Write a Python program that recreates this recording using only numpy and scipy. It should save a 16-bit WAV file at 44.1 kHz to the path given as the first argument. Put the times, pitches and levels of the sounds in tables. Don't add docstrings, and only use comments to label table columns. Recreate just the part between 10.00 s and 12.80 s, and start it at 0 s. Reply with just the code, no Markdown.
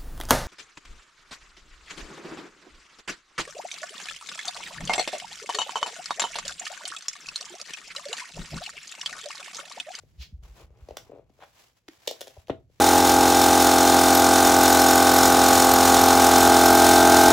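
import sys
import numpy as np
from scipy import signal
from scipy.fft import rfft, irfft, next_fast_len
from scipy.io import wavfile

SR = 44100
rng = np.random.default_rng(int(sys.argv[2]) if len(sys.argv) > 2 else 0)


def dump(signal):
    limited = np.clip(np.atleast_2d(signal).T, -1, 1)
    pcm = np.round(limited * 32767).astype(np.int16)
    wavfile.write(sys.argv[1], SR, pcm)


N = 123479
TIME = np.arange(N) / SR
AGE = np.arange(int(.25 * SR)) / SR

# time in seconds, level in dB before the grain.
RUSTLE_LEVEL = [(0, -70.5), (0.2, -72.5), (0.42, -82.5), (0.435, -59), (0.54, -65), (0.61, -53),
                (0.69, -81), (0.85, -67.5), (1.05, -65.5), (1.25, -84.5), (1.44, -61), (1.52, -66),
                (1.6, -55), (1.69, -64.5), (1.74, -75.5), (1.775, -65), (1.81, -79), (1.87, -77.5),
                (1.92, -60), (2.0, -63.5), (2.07, -55.5), (2.3, -59), (2.41, -62), (2.46, -74), (2.68, -83),
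                (2.73, -72), (2.8, -66.5)]
# frequency in Hz, relative level in dB.
RUSTLE_COLOUR = [(100, -14.5), (300, -3), (700, 2), (1300, -2.5), (2400, -2), (4000, -4), (6500, -5.5),
                 (8500, -7.5), (11000, -8.5), (16000, -13)]
RUSTLE_GRAIN_DB, RUSTLE_GRAIN_S = 2.5, 0.0048

# frequency in Hz, relative level in dB.
AIR_COLOUR = [(30, 0.5), (120, 15), (500, 7.5), (1000, -31.5), (3000, -27.5), (8000, -15.5), (16000, -58.5)]
AIR_DB = -81

# start in seconds, level in dB, frequency in Hz, time to peak in seconds.
FOOTFALLS = [(0.172, -33.5, 63.2, 0.033), (0.191, -50.5, 153, 0.01), (0.323, -41.5, 146, 0.0051),
             (0.325, -32.5, 67, 0.021), (0.376, -38.5, 56.4, 0.021), (0.426, -38, 51, 0.019),
             (0.479, -40, 52, 0.032), (0.628, -40.5, 60, 0.016), (0.699, -44.5, 62.6, .018),
             (0.817, -37.5, 59, 0.016), (0.899, -42, 62, 0.019), (2.372, -40.5, 75.5, 0.013),
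             (2.503, -33.5, 89.5, 0.0068)]
# time in seconds, level in dB.
RUMBLE_LEVEL = [(0, -61), (0.3, -57.5), (0.5, -59), (0.9, -59.5), (1.2, -62.5), (1.55, -72.5),
                (1.85, -77.5), (2.3, -71), (2.48, -65), (2.53, -51), (2.62, -61), (2.8, -66)]
# frequency in Hz, relative level in dB.
RUMBLE_COLOUR = [(20, -21.5), (35, -9), (55, -1.5), (85, -2), (130, -1), (200, -15.5), (400, -26.5),
                 (700, -31.5), (1500, -66.5)]

# start in seconds, knock level in dB, pitch factor, click level in dB.
BOARD_TAPS = [(0.034, -50.5, 0.81, -88), (0.704, -53.5, 0.84, -75), (0.772, -56.5, 0.88, -68.5),
              (0.8863, -32.5, 0.92, -52.5), (0.9072, -30.5, 1, -53.5), (0.920, -41, 0.86, -69),
              (1.095, -39.5, 0.73, -83), (1.0995, -41, 0.75, -84), (1.118, -36.5, 0.97, -88),
              (1.131, -37, 0.8, -84), (1.138, -43, 0.77, -85), (1.150, -43, 0.88, -84),
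              (1.160, -40.5, 0.92, -83), (1.174, -41.5, 0.915, -78), (1.184, -47, 0.81, -82),
              (1.1935, -38.5, 0.863, -80), (1.296, -55.5, 1.13, -82), (1.301, -51, 0.41, -71.5),
              (1.390, -47.5, 0.95, -82), (1.4225, -40, 1.284, -61), (2.366, -45, 1.08, -80),
              (2.371, -41.5, 1.09, -76), (2.471, -71, 1.3, -56), (2.482, -43, 1, -51.5),
              (2.489, -42, 0.83, -56), (2.698, -55, 0.79, -87)]
CHIRP_START_HZ, CHIRP_END_HZ, CHIRP_GLIDE_S, KNOCK_S = 1227, 429.6, .0017, 0.0064
KNOCK_PAN_DB, LEFT_LEAD_S = 4.5, .00008

CLICK_RISE_S, CLICK_HOLD_S, CLICK_FALL_S, CLICK_LIKENESS = .0003, .0032, .0017, .75

# frequency in Hz, relative level in dB.
SCUFF_COLOUR = [(400, -19), (1300, -16), (2600, -4.5), (4300, -2.5), (6300, -9), (8000, -18), (11000, -19),
                (16000, -21)]
SCUFF_PEAK_S, SCUFF_DB, SCUFF_RISE_S, SCUFF_FALL_S = 0.23, -44.5, 0.019, 0.017

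# time in seconds, level in dB.
CRACKLE_LEVEL = [(0.4, -111), (0.43, -63), (0.54, -72.5), (0.57, -59.5), (0.62, -55.5), (0.68, -73.5),
                 (0.8, -67), (1.05, -68), (1.11, -59.5), (1.19, -65), (1.24, -78), (1.36, -78), (1.43, -55),
                 (1.47, -89), (1.55, -97)]
# frequency in Hz, relative level in dB.
CRACKLE_COLOUR = [(150, -9), (400, 8.5), (750, 3.5), (1200, 0.5), (1700, -11.5), (2400, -7.5),
                  (4000, -20.5), (8000, -49), (16000, -52.5)]
CRACKLE_PER_S, CRACKLE_SPREAD_DB = 500, -1

# start in seconds, board knock level in dB, click level in dB,
# top sizzle level in dB, woody crack level in dB.
PIN_HITS = [(0.969, -34.5, -36.5, -38, -38), (2.0739, -26, -29.5, -30.5, -54.5),
            (2.076, -23.5, -24, -42, -47.5), (2.0907, -35.5, -42.5, -52, -69),
            (2.1104, -27, -37, -39.5, -67.5), (2.2075, -38, -39, -38, -54),
            (2.2130, -31, -38, -36.5, -44.5), (2.2706, -39, -49.5, -51, -53),
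            (2.2782, -38.5, -47.5, -48.5, -69)]
# frequency in Hz, level against the click in dB, 60 dB decay time in seconds.
PIN_MODES = [(2845, -19, .06), (3160, -18, .06), (3460, -15, .055), (3700, -15, .07), (4500, -21, .08),
             (5121, -20, .08), (5286, -19, .08), (5425, -15, .06), (5515, -17, .06), (5777, -16, .08)]
# frequency in Hz, relative level in dB.
PIN_CLICK_COLOUR = [(500, -26.5), (1200, -14.5), (2000, -6), (2800, 0), (3600, 6), (4400, 0), (5600, 2),
                    (6600, -1), (8000, -2), (11000, -18), (16000, -36)]
# frequency in Hz, relative level in dB.
SIZZLE_COLOUR = [(2000, -23.5), (5000, -15.5), (7700, -2.5), (11000, 2), (12300, -4), (15000, -1),
                 (16000, -13)]
# frequency in Hz, relative level in dB.
CRACK_COLOUR = [(300, -14), (900, 5), (1400, 4), (2500, -2.5), (3600, -1), (4800, -18), (7500, -21),
                (11000, -33), (16000, -41.5)]
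SIZZLE_LIKENESS = 0.13

SCRAPE_START_S, SCRAPE_END_S, SCRAPE_PER_S = 1.402, 1.439, 260
SCRAPE_KNOCK_DB, SCRAPE_GRIT_DB, SCRAPE_SWELL_DB = -41.5, -47, 15
SCRAPE_PITCH = 1.36
SCRAPE_RING_S, SCRAPE_RING_DB, SCRAPE_RING_HZ, SCRAPE_RING_T60_S = 1.423, -51, 572, .17

# start in seconds, level in dB.
SNAP_TICKS = [(1.8815, -42.5), (1.8849, -36.5)]
# frequency in Hz, relative level in dB.
SNAP_COLOUR = [(300, 1.5), (1600, 1.5), (2700, 3), (6300, -2.5), (8000, -12), (11000, -9), (16000, -20.5)]
SNAP_FALL_S, POCK_DB, POCK_HZ, POCK_RISE_S, POCK_T60_S = 0.0016, -31.5, 319.6, 0.0052, 0.045

# frequency in Hz, level in dB, 60 dB decay time in seconds.
FLOOR_MODES = [(124, -36, 0.16), (219, -37, 0.1), (265.6, -23.5, 0.052), (515.6, -33, 0.097),
               (657.5, -40.5, 0.19)]
THUMP_S, THUMP_DB, THUMP_CRACK_DB = 2.4968, -17, -36.5
THUMP_START_HZ, THUMP_END_HZ, THUMP_GLIDE_S = 970, 277, 0.00318
THUMP_RISE_S, THUMP_FALL_S = 0.0025, 0.0024

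# frequency in Hz, echo level in dB, 60 dB decay time in seconds.
ROOM_BANDS = [(99, -14.5, .4), (250, -10, 0.29), (522, -7.5, 0.2), (1100, -9, 0.22), (2480, -5, 0.17),
              (5030, -5, 0.2), (8100, -7, 0.19), (14000, -7.5, 0.21)]
ROOM_DELAY_S, ROOM_BUILD_S, ROOM_LIKENESS = 0.0031, 0.006, 0.53

# frequency in Hz, width of one pass in Hz.
NOTCHES = [(9120, 1430), (13220, 1210)]
CUTOFF_HZ = 16200


def from_db(db):
    return 10 ** (np.asarray(db) / 20)


def level(rows):
    return from_db(np.interp(TIME, *np.transpose(rows)))


def pan(x, pan_db):
    i = np.arange(len(x))
    right = np.interp(i - LEFT_LEAD_S * SR, i, x)
    return np.array([x, right]) * from_db([[pan_db / 2], [-pan_db / 2]])


def add(out, s, x):
    i = int(s * SR)
    out[:, i:i + x.shape[-1]] += x[..., :N - i]


def pair(likeness, size):
    mid, side = rng.standard_normal((2, size))
    c = np.clip(likeness, 0, 1)
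    opposed = side * np.array([[1], [-1]])
    return np.sqrt((1 + c) / 2) * mid + np.sqrt((1 - c) / 2) * opposed


def filtered(x, colour):
    n = x.shape[-1]
    hz = np.fft.rfftfreq(n, 1 / SR)
    points = np.array(colour)
    gain_db = np.interp(np.log(hz + 1), np.log(points[:, 0]), points[:, 1])
    return irfft(rfft(x) * from_db(gain_db), n)


def noise(colour, likeness, size):
    x = filtered(pair(likeness, next_fast_len(size)), colour)[:, :size]
    return x / x.std()


def burst(colour, hold_s, fall_s, likeness=0.37):
    shape = np.minimum(AGE / CLICK_RISE_S, 1) * np.exp(-np.maximum(AGE - hold_s, 0) / fall_s)
    x = noise(colour, likeness, size=len(AGE)) * shape
    return x * np.sqrt(2 * np.sum(shape ** 2) / np.sum(x ** 2))


def click(colour, likeness=CLICK_LIKENESS):
    return burst(colour, CLICK_HOLD_S, CLICK_FALL_S, likeness)


def chirp(start_hz, end_hz, glide_s):
    hz = end_hz + (start_hz - end_hz) * np.exp(-AGE / glide_s)
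    return np.sin(2 * np.pi * np.cumsum(hz) / SR)


def ring(hz, t60):
    return np.sin(2 * np.pi * hz * AGE) * np.exp(-np.log(1000) * AGE / t60)


def swell(hz, rise_s):
    u = (AGE / rise_s) ** 2
    return np.sin(2 * np.pi * hz * AGE) * u * np.exp(1 - u)


def knock(pitch):
    shape = np.abs(np.sin(np.pi * np.minimum(AGE / KNOCK_S, 1))) ** 1.5
    return pan(shape * chirp(pitch * CHIRP_START_HZ, pitch * CHIRP_END_HZ, CHIRP_GLIDE_S), KNOCK_PAN_DB)


def rustle():
    grain = np.interp(TIME / RUSTLE_GRAIN_S, np.arange(N), rng.standard_normal(N))
    hiss = noise(RUSTLE_COLOUR, likeness=.25, size=N)
    return level(RUSTLE_LEVEL) * from_db(RUSTLE_GRAIN_DB * grain) * hiss


def still_air():
    return from_db(AIR_DB) * noise(AIR_COLOUR, likeness=1.0, size=N)


def footfalls():
    out = level(RUMBLE_LEVEL) * noise(RUMBLE_COLOUR, likeness=0.71, size=N)
    for s, db, hz, rise_s in FOOTFALLS:
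        add(out, s, from_db(db) * swell(hz, rise_s))
    return out


def taps():
    out = np.zeros((2, N))
    for s, knock_db, pitch, click_db in BOARD_TAPS:
        add(out, s, from_db(knock_db) * knock(pitch) + from_db(click_db) * click(SNAP_COLOUR))
    return out


def scuff():
    late = TIME - SCUFF_PEAK_S
    rise = (np.minimum(late, 0) / SCUFF_RISE_S) ** 2 / 2
    fall = np.maximum(late, 0) / SCUFF_FALL_S
    return from_db(SCUFF_DB) * np.exp(-rise - fall) * noise(SCUFF_COLOUR, likeness=0.56, size=N)


def crackle():
    happens = rng.random(N) < CRACKLE_PER_S / SR
    size = from_db(CRACKLE_SPREAD_DB * np.minimum(rng.exponential(1, N), 3))
    x = filtered(happens * rng.choice([-1, 1], N) * size, CRACKLE_COLOUR)
    return pan(level(CRACKLE_LEVEL) * x / x.std(), pan_db=3.5)


def pin():
    out = np.zeros((2, N))
    for s, knock_db, click_db, sizzle_db, crack_db in PIN_HITS:
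        rings = sum(from_db(db) * rng.choice([-1, 1]) * ring(hz, t60) for hz, db, t60 in PIN_MODES)
        metal = from_db(click_db) * (click(PIN_CLICK_COLOUR) + rings)
        sizzle = from_db(sizzle_db) * click(SIZZLE_COLOUR, SIZZLE_LIKENESS)
        wood = from_db(knock_db) * knock(1) + from_db(crack_db) * click(CRACK_COLOUR)
        add(out, s, metal + sizzle + wood)
    return out


def scrape():
    out = np.zeros((2, N))
    add(out, SCRAPE_RING_S, from_db(SCRAPE_RING_DB) * ring(SCRAPE_RING_HZ, SCRAPE_RING_T60_S))
    slips = np.arange(SCRAPE_START_S, SCRAPE_END_S, 1 / SCRAPE_PER_S)
    for s, (late, bend) in zip(slips, rng.normal(0, 1, (len(slips), 2))):
        gain = from_db(SCRAPE_SWELL_DB * (s - SCRAPE_END_S) / (SCRAPE_END_S - SCRAPE_START_S))
        board = from_db(SCRAPE_KNOCK_DB) * knock(SCRAPE_PITCH * np.exp(0.155 * bend))
        grit = from_db(SCRAPE_GRIT_DB) * click(CRACK_COLOUR)
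        add(out, s + 0.00107 * late, gain * (board + grit))
    return out


def snap():
    out = np.zeros((2, N))
    for s, db in SNAP_TICKS:
        add(out, s, from_db(db) * burst(SNAP_COLOUR, hold_s=0.00059, fall_s=SNAP_FALL_S))
    pock = ring(POCK_HZ, POCK_T60_S) * np.minimum(AGE / POCK_RISE_S, 1)
    add(out, SNAP_TICKS[-1][0], from_db(POCK_DB) * pock)
    return out


def thump():
    out = np.zeros((2, N))
    rise = np.sqrt(np.minimum(AGE / THUMP_RISE_S, 1))
    fall = np.exp(-np.maximum(AGE - 2 * THUMP_RISE_S, 0) / THUMP_FALL_S)
    body = from_db(THUMP_DB) * rise * fall * chirp(THUMP_START_HZ, THUMP_END_HZ, THUMP_GLIDE_S)
    boom = sum(from_db(db) * ring(hz, t60) for hz, db, t60 in FLOOR_MODES)
    boom = boom * np.minimum(AGE / (2 * THUMP_RISE_S), 1)
    crack = from_db(THUMP_CRACK_DB) * burst(CRACK_COLOUR, hold_s=0.0077, fall_s=0.0042)
    add(out, THUMP_S, pan(body + boom, pan_db=2.5) + crack)
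    return out


def room(x):
    t = np.arange(SR // 2) / SR
    hz = np.fft.rfftfreq(len(t), 1 / SR)
    centres = np.log(np.array(ROOM_BANDS)[:, 0])
    white, tail = rfft(pair(ROOM_LIKENESS, size=len(t))), 0
    build = np.clip((t - ROOM_DELAY_S) / ROOM_BUILD_S, 0, 1)
    for (_, db, t60), own in zip(ROOM_BANDS, np.eye(len(ROOM_BANDS))):
        share = np.interp(np.log(hz + 1), centres, own)
        shape = build * np.exp(-np.log(1000) * t / t60)
        tail = tail + from_db(db) * irfft(white * share, len(t)) * shape / np.linalg.norm(shape)
    return signal.fftconvolve(x, tail, axes=1)[:, :N]


def scene():
    background = rustle() + still_air() + footfalls()
    soft = taps() + crackle()
    hits = scuff() + pin() + scrape()
    near, blow = snap(), thump()
    to_room = hits + from_db(-1.5) * soft + from_db(-2) * blow + from_db(-5.5) * near
    return background + soft + hits + near + blow + room(to_room)


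def record(dry):
    dry = signal.sosfilt(signal.butter(2, 28, "high", fs=SR, output="sos"), dry)
    for hz, width_hz in NOTCHES:
        b, a = signal.iirnotch(hz, hz / width_hz, fs=SR)
        dry = signal.lfilter(b, a, signal.lfilter(b, a, dry))
    return signal.sosfilt(signal.ellip(10, .2, 80, CUTOFF_HZ, fs=SR, output="sos"), dry)


dry = scene()
out = record(dry)
dump(out)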